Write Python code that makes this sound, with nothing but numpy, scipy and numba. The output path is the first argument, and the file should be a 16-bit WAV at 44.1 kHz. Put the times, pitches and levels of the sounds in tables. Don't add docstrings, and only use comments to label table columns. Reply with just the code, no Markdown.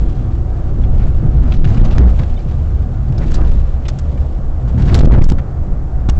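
import sys
import numpy as np
from scipy import signal
from scipy.io import wavfile
from scipy.ndimage import uniform_filter1d
from numba import njit

SR = 44100
rng = np.random.default_rng(int(sys.argv[2]) if len(sys.argv) > 2 else 0)


def transcribe(signal):
    frames = np.atleast_2d(signal).T
    limited = np.clip(frames, -1, 1)
    pcm = np.round(limited * 32767).astype(np.int16)
    wavfile.write(sys.argv[1], SR, pcm)


N = 272979

# pitch_hz, nominal_width_hz, relative_db
BODY_MODES = [(12.2, 9.9, -5.5), (21.39, 6.45, -2.5), (33.7, 20, -8)]
CABIN_MODES = [(56.56, 5.57, 0.94), (73.42, 7.8, -2.5)]
PANEL_MODES = [(97.5, 32.5, 5), (120.56, 29, 3), (164.4, 22, -18), (184.6, 14, -10.5), (221.9, 24, -8),
               (254.6, 6.8, -21.5)]
# time_s, boom_db, drone_db
SHELL_LEVELS = [(0, -5, -25), (.35, -31.5, -18), (.66, -19.5, -25.5), (1.0, -9, -11), (1.2, -11, -16.5),
                (1.35, -14, -15.5), (1.47, -10, -9), (1.66, -16.5, -21.5), (1.91, -6.5, -22),
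                (2.05, -10.5, -10.5), (2.3, -13.5, -19), (2.8, -28.5, -13.5), (3.03, -27.5, -19.5),
                (3.3, -13.5, -18.5), (3.5, -10, -7.5), (3.8, -19, -20), (4.16, -23.5, -11.5),
                (4.5, -17, -22.5), (4.75, -25, -6), (4.88, -12.5, -16.5), (5.13, -12.5, 1.5),
                (5.25, -11, -11), (5.5, -22.5, -17), (5.66, -9.5, -16), (5.9, -20.5, -19), (6.19, -10, -13)]
# time_s, thrum_db, buzz_db
ROAD_LEVELS = [(0, -20.5, -50), (.45, -24.5, -58.5), (1.03, -16.5, -53.5), (1.16, -23, -53.5),
               (1.25, -13.5, -59.5), (1.36, -15.5, -54.5), (1.6, -16, -51.5), (1.78, -9, -44.5),
               (1.9, -13, -49.5), (2.03, -10, -44.5), (2.14, -24, -46.5), (2.21, -9.5, -50.5),
               (2.28, -23, -52), (2.4, -24.5, -52), (3.03, -18.5, -57.5), (3.28, -13.5, -49.5),
               (3.35, -20, -42.5), (3.41, -12.5, -51.5), (3.48, -17, -48), (3.72, -27, -56),
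               (4.1, -22.5, -53), (4.53, -23.5, -62), (4.78, -10.5, -55), (4.94, -11, -37.5),
               (5.01, -4.5, -47), (5.07, -4, -64), (5.125, -1, -55), (5.17, -9, -61), (5.24, -13, -51),
               (5.32, -14, -65), (5.4, -22, -84), (6.05, -22, -81), (6.19, -28, -50)]
def road_rumble(t, road):
    boom = undb(curve(t, SHELL_LEVELS)) * shaken(BODY_MODES, road, flicker_db=.72, per_s=4.15)
    drone = undb(curve(t, SHELL_LEVELS, 2)) * shaken(CABIN_MODES, road, flicker_db=.95, per_s=4.52)
    thrum = undb(curve(t, ROAD_LEVELS)) * shaken(PANEL_MODES, road, flicker_db=1.68, per_s=7.5)
    return boom + drone + thrum


# start_s, peak_db, pitch_hz, swing_count
BUMP_SWINGS = [(1.568, 2, 20.6, 2.1), (1.682, -3, 22, 1.1), (1.781, 2, 28, 2.1), (1.860, -2, 24, 1.1),
               (1.983, -4, 60, 8), (3.300, -5, 14, 2.9), (3.497, -2, 24, 1.1), (5.007, 5, 21, 2.4),
               (5.099, 4, 44, 1.1), (5.151, 1, 45, 1.1), (5.192, 4, 20, 2.2), (5.290, -4, 20, 2.1)]
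def bump_swings(t):
    out = 0
    for start, db, hz, swings in BUMP_SWINGS:
        progress = np.clip((t - start) * hz / swings, 0, 1)
        swell = np.abs(np.sin(np.pi * progress ** .65)) ** .6
        out += undb(db) * swell * np.sin(2 * np.pi * hz * (t - start))
    return out


# start_s, level_db, pitch_hz, t60_s
FLOOR_THUDS = [(0.789, -14, 200, 0.091), (1.228, -13, 214, 0.096), (1.4, -22, 189, 0.092),
               (1.461, -17.5, 218, 0.09), (1.659, -21, 169, 0.11), (1.776, -13.5, 229, 0.11),
               (2.004, -8.5, 259, 0.066), (2.201, -12.5, 181, .06), (2.461, -8, 138, 0.11),
               (3.1, -8.5, 140, .1), (3.258, -14, 264, 0.044), (3.384, -16, 400, 0.037),
               (3.411, -13, 327, .05), (3.498, -25, 150, .08), (3.952, -14, 150, 0.1),
               (4.127, -10, 128, 0.14), (4.389, -11.5, 140, .08), (4.773, -15.5, 198, 0.097),
               (4.834, -17, 188, 0.068), (4.926, -14, 332, 0.14), (5.006, -1.5, 383, 0.022),
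               (5.073, -10.5, 198, 0.073), (5.13, -8, 447, 0.07), (5.3194, -2.5, 282, 0.02),
               (5.7, -26, 148, 0.1)]
def suspension_thuds(t, attack_s=.00074):
    out = 0
    for start, db, hz, t60 in FLOOR_THUDS:
        age = np.maximum(t - start, 0)
        envelope = undb(db - 60 * age / t60) * (1 - np.exp(-age / attack_s))
        out -= envelope * np.sin(2 * np.pi * hz * age)
    return out


# firing_rate_multiple, relative_db
ENGINE_PARTIALS = [(.5, -0.5), (1, -3.5), (1.5, -6.5), (2, -12), (3, -21.5), (4, -29)]
# time_s, level_db
ENGINE_FADER = [(0, -18.5), (2, -16), (4.5, -23), (6.19, -25.5)]
def engine_hum(t, firing_hz=60.23, sag_hz_per_s=.4):
    hz = (firing_hz - sag_hz_per_s * t) * (1 + .01079 * walk(6.5))
    phase = 2 * np.pi * np.cumsum(hz) / SR
    hum = sum(undb(db + .86 * walk(2.5)) * np.sin(order * phase + 2 * np.pi * rng.random())
              for order, db in ENGINE_PARTIALS)
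    return undb(curve(t, ENGINE_FADER)) * unit(hum)


# pitch_hz, nominal_width_hz, relative_db
TYRE_BANDS = [(347.3, 73, 4), (474, 263, 1), (583, 180, -2.5), (691, 160, -2), (794, 110, -7),
              (947, 110, -11), (1134, 216, -9.5), (1325, 630, -12.5), (1700, 10000, -47)]
# middle_s, peak_db, half_length_s
ROUGH_PATCHES = [(1.007, -42, 0.11), (1.271, -40, 0.11), (1.476, -33, 0.071), (1.801, -31, 0.12),
                 (2.025, -28.5, 0.12), (2.208, -30.5, 0.023), (3.21, -32, 0.033), (3.404, -29.5, 0.059),
                 (3.483, -37.5, 0.091), (4.787, -45, 0.15), (4.974, -25, 0.083), (5.15, -22, 0.065),
                 (5.321, -31.5, 0.014)]
def tyre_roar(t, tread, smooth_road_db=-37):
    swells = sum(undb(db) * np.exp(-((t - middle) / half) ** 2) for middle, db, half in ROUGH_PATCHES)
    level = np.hypot(undb(smooth_road_db), swells) * undb(.26 * walk(25.07))
    return level * shaken(TYRE_BANDS, tread, flicker_db=1.47, per_s=12, shift_samples=SR // 3)


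# pitch_hz, nominal_width_hz, relative_db
CAVITY_MODES = [(242, 30, -0.5), (324.4, 45, -2)]
# time_s, level_db
CAVITY_FADER = [(0, -35), (.7, -34), (1.3, -33.5), (2.3, -42), (2.9, -37.5), (3.7, -42.5), (4.5, -43),
                (5.5, -45), (6.19, -37.5)]
def cavity_ring(t, air):
    return undb(curve(t, CAVITY_FADER)) * shaken(CAVITY_MODES, air, flicker_db=1.7, per_s=6.6)


# start_s, level_db, centre_hz, nominal_width_ratio, length_s, thump_db
RATTLES = [(0.838, -47.5, 2270, 0.71, 0.017, -36), (0.997, -50.5, 1600, 1.2, 0.073, -32),
           (1.07, -46, 1400, 0.34, 0.01, -30), (1.081, -49, 2580, 0.56, 0.01, -31),
           (1.232, -57, 1290, 0.46, 0.0093, -25), (1.27, -54, 1290, 0.48, 0.011, -34),
           (1.522, -33.5, 2600, 0.74, 0.0087, -41), (1.537, -43, 2350, 1.5, 0.018, -33),
           (1.564, -50, 2500, 1.1, 0.014, -36), (1.644, -39, 1980, 1.3, 0.025, -31),
           (1.675, -50, 1940, 1.7, 0.044, -13.5), (1.745, -44.5, 2500, 1.8, 0.015, -34),
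           (1.771, -42, 1870, 1.1, 0.016, -23), (1.813, -41, 2500, 0.84, 0.0064, -28),
           (1.849, -39, 2530, 1.4, 0.015, -35), (1.909, -39.5, 2480, 0.97, 0.044, -36),
           (1.982, -28, 1860, 2.2, 0.0089, -7.5), (2.191, -40.5, 1600, 1.7, 0.014, -17.5),
           (2.234, -46, 1500, 1.4, 0.011, -14.5), (2.392, -55, 4360, 0.28, 0.024, -39),
           (2.512, -65, 1630, 0.67, 0.017, -16.5), (3.123, -70, 1910, 0.92, 0.0098, -16),
           (3.181, -42, 3740, 0.74, 0.011, -14), (3.216, -45.5, 1550, 0.75, 0.037, -20),
           (3.303, -54, 3000, 0.76, 0.008, -43), (3.312, -43, 6000, 1.5, 0.002, -42),
           (3.3174, -38.5, 3760, 3.9, 0.0091, -25), (3.342, -32.5, 4300, 2, 0.004, -36),
           (3.345, -37.5, 4300, 1.1, 0.022, -58), (3.412, -48, 1950, 0.67, 0.0076, -13.5),
           (3.434, -54, 4000, 1.5, 0.005, -36), (3.448, -45, 2940, 0.81, 0.013, -20),
           (3.853, -42.5, 2400, 0.75, 0.018, -34), (3.8827, -33.5, 3300, 1.6, 0.018, -17),
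           (3.987, -39, 4200, 1.6, 0.012, -29), (4.176, -44, 1640, 0.66, 0.011, -34),
           (4.675, -69, 1686, 1.5, 0.037, -15.5), (4.778, -53, 1370, 0.55, 0.045, -14),
           (4.821, -41, 2300, 1.8, 0.012, -50), (4.855, -46, 3000, 1.5, 0.008, -32),
           (4.876, -38, 1730, 1.6, 0.037, -27), (4.92, -44, 1650, 1.1, 0.053, -35),
           (4.9439, -21.5, 3500, 0.95, 0.0021, -19), (4.946, -26.5, 3130, 1.8, 0.015, -9),
           (4.978, -34, 2980, 2, 0.0035, -37), (4.989, -31.5, 2590, 2.4, 0.0092, -30),
           (5.005, -35.5, 1920, 1.7, 0.022, -23), (5.048, -38.5, 2500, 1.8, 0.016, -36),
           (5.114, -49, 3000, 2, 0.0034, -27), (5.12, -38, 1440, 1.2, 0.031, -12),
           (5.218, -46, 1800, 0.8, 0.014, -9), (5.239, -36, 4500, 1.4, 0.019, -32),
           (5.262, -56, 2010, 1.3, 0.008, -39), (5.279, -38, 3500, 2, 0.004, -30),
           (5.289, -38.5, 3500, 2.8, 0.0086, -15.5), (5.299, -33.5, 3220, 2, 0.011, -35),
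           (5.319, -30, 2800, 0.49, 0.0046, -4), (5.383, -39.5, 1580, 1.06, 0.018, -30),
           (6.0885, -36.5, 2480, 1.3, 0.0096, -0.5), (6.096, -32, 3000, 2.8, 0.0081, -30)]
def trim_knocks(hollow_hz=1400, crack_hz=810, thump_floor_hz=22.8, sag_hz=161.5, sag_s=.005):
    age = np.arange(SR // 8) / SR
    out = np.zeros(N + len(age))
    bounces = np.pad(undb(1.5 * walk(350)), (0, len(age)), mode="reflect")
    cycles = thump_floor_hz * age + sag_hz * sag_s * (1 - np.exp(-age / sag_s))
    thump = -np.sin(2 * np.pi * cycles) * undb(-60 * age / .1)
    attack = np.minimum(age / .0005, 1)
    first_contact = 1 + undb(-2) * np.exp(-age / .0014)
    tail = .06 * np.exp(-age / .03)
    for start, db, hz, width_ratio, length, thump_db in RATTLES:
        grit = rng.standard_normal(len(age))
        span = slice(int(start * SR), int(start * SR) + len(age))
        hold = np.exp(-(age / length) ** 4)
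        envelope = attack * (hold + tail) * first_contact * bounces[span]
        ring = unit(resonance(grit, hz, width_ratio * hz) + .16 * grit)
        hollow = undb(-4) * unit(resonance(grit, hollow_hz, .79 * hollow_hz))
        crack = undb(-23.5) * unit(bandpass(grit, crack_hz, .32 * crack_hz))
        out[span] += undb(db) * envelope * (ring + hollow) + undb(thump_db) * (envelope * crack + thump)
    return out[:N]


# pitch_hz, nominal_width_hz, relative_db
BUZZ_BANDS = [(1410, 810, 0.5), (2370, 3330, 17.5), (4650, 13000, -4.5), (6800, 7400, 0)]
def trim_buzz(t, grit, hits_per_s=240, spread_db=2.1, t60_s=.036):
    hits = (rng.random(N) < hits_per_s / SR) * undb(spread_db * rng.exponential(size=N))
    decay = np.exp(-np.log(1000) / (t60_s * SR))
    chatter = 1 + unit(signal.lfilter([1], [1, -decay], hits))
    return undb(curve(t, ROAD_LEVELS, 2)) * shaken(BUZZ_BANDS, grit * chatter, flicker_db=.94, per_s=34)


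# start_s, peak_db, pitch_hz, length_s
CHIRPS = [(0.835, -41, 3400, 0.0061), (1.515, -41, 3400, 0.0092), (2.362, -43.5, 3600, 0.019),
          (2.373, -44, 3050, .017), (2.374, -46, 2230, 0.012), (2.39, -47, 2370, 0.022),
          (3.178, -34, 5160, 0.0052)]
def trim_squeaks(t):
    out = 0
    for start, db, hz, length in CHIRPS:
        swell = np.sin(np.pi * np.clip((t - start) / length, 0, 1))
        out += undb(db) * swell * np.sin(2 * np.pi * hz * t)
    return out


# pitch_hz, nominal_width_hz, relative_db
WHINE_BAND = [(747, 14, 0)]
# time_s, level_db
WHINE_FADER = [(0, -54), (.4, -46.5), (1.4, -49), (2.5, -47.5), (3.8, -53), (4.8, -54.5), (6.19, -45)]
def drivetrain_whine(t, air):
    return undb(curve(t, WHINE_FADER)) * shaken(WHINE_BAND, air, flicker_db=1.3, per_s=3.3)


# time_s, pitch_hz, level_db
TONE_GLIDE = [(5.4, 940, -76), (5.5, 943, -50), (5.85, 920, -53), (6.05, 910, -56), (6.15, 895, -74)]
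def thin_tone(t):
    phase = 2 * np.pi * np.cumsum(curve(t, TONE_GLIDE)) / SR
    return undb(curve(t, TONE_GLIDE, 2) + 4.2 * walk(16)) * np.sin(phase)


def wind(air, level_db=-59):
    return undb(level_db) * unit(bandpass(air, hz=2300, width_hz=15000))


def undb(db):
    return 10 ** (np.asarray(db) / 20)


def unit(x):
    return x / np.sqrt(np.mean(x ** 2))


def curve(t, table, column=1):
    columns = np.transpose(table)
    return np.interp(t, columns[0], columns[column])


def walk(per_s):
    hold = int(SR / per_s)
    steps = np.repeat(rng.standard_normal(N // hold + 1), hold)
    return 1.295 * uniform_filter1d(uniform_filter1d(steps, hold), hold)[:N]


@njit
def bandpass(x, hz, width_hz):
    out, band_state, low_state = np.empty(len(x)), 0., 0.
    tuning, damping = np.tan(np.pi * hz / SR), width_hz / hz
    for i in range(len(x)):
        band = (band_state + tuning * (x[i] - low_state)) / (1 + tuning * (tuning + damping))
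        band_state = 2 * band - band_state
        low_state += 2 * tuning * band
        out[i] = damping * band
    return out


def resonance(x, hz, nominal_width_hz):
    width_hz = 1.18 * nominal_width_hz
    return bandpass(bandpass(x, hz, width_hz), hz, width_hz)


def shaken(modes, force, flicker_db, per_s, shift_samples=0):
    out = 0
    for i, (hz, width, db) in enumerate(modes):
        push = np.roll(force, i * shift_samples)
        out += undb(db + flicker_db * walk(per_s)) * resonance(push, hz, width)
    return unit(out)


def scene():
    t = np.arange(N) / SR
    engine = engine_hum(t)
    road, tread, grit, air = rng.standard_normal((4, N))
    body = road_rumble(t, road) + bump_swings(t) + suspension_thuds(t)
    tyres = tyre_roar(t, tread) + cavity_ring(t, air)
    trim = trim_buzz(t, grit) + trim_knocks() + trim_squeaks(t)
    background = drivetrain_whine(t, air) + thin_tone(t) + wind(air)
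    return (body + engine + tyres + trim + background)[None]


def record(dry, mic_stop_hz=9064.64, ceiling=.707, knee=60, smooth_hz=9936.24, top_hz=19000):
    mic = signal.sosfilt(signal.cheby2(10, 50, mic_stop_hz, fs=SR, output="sos"), dry)
    clipped = mic / (1 + np.abs(mic / ceiling) ** knee) ** (1 / knee)
    dulled = signal.sosfiltfilt(signal.butter(6, smooth_hz, fs=SR, output="sos"), clipped)
    edge_leak = undb(-4.5) * (clipped - dulled)
    hiss = undb(-101) * rng.standard_normal(dry.shape)
    return signal.sosfilt(signal.butter(8, top_hz, fs=SR, output="sos"), dulled + edge_leak + hiss)


dry = scene()
out = record(dry)
transcribe(out)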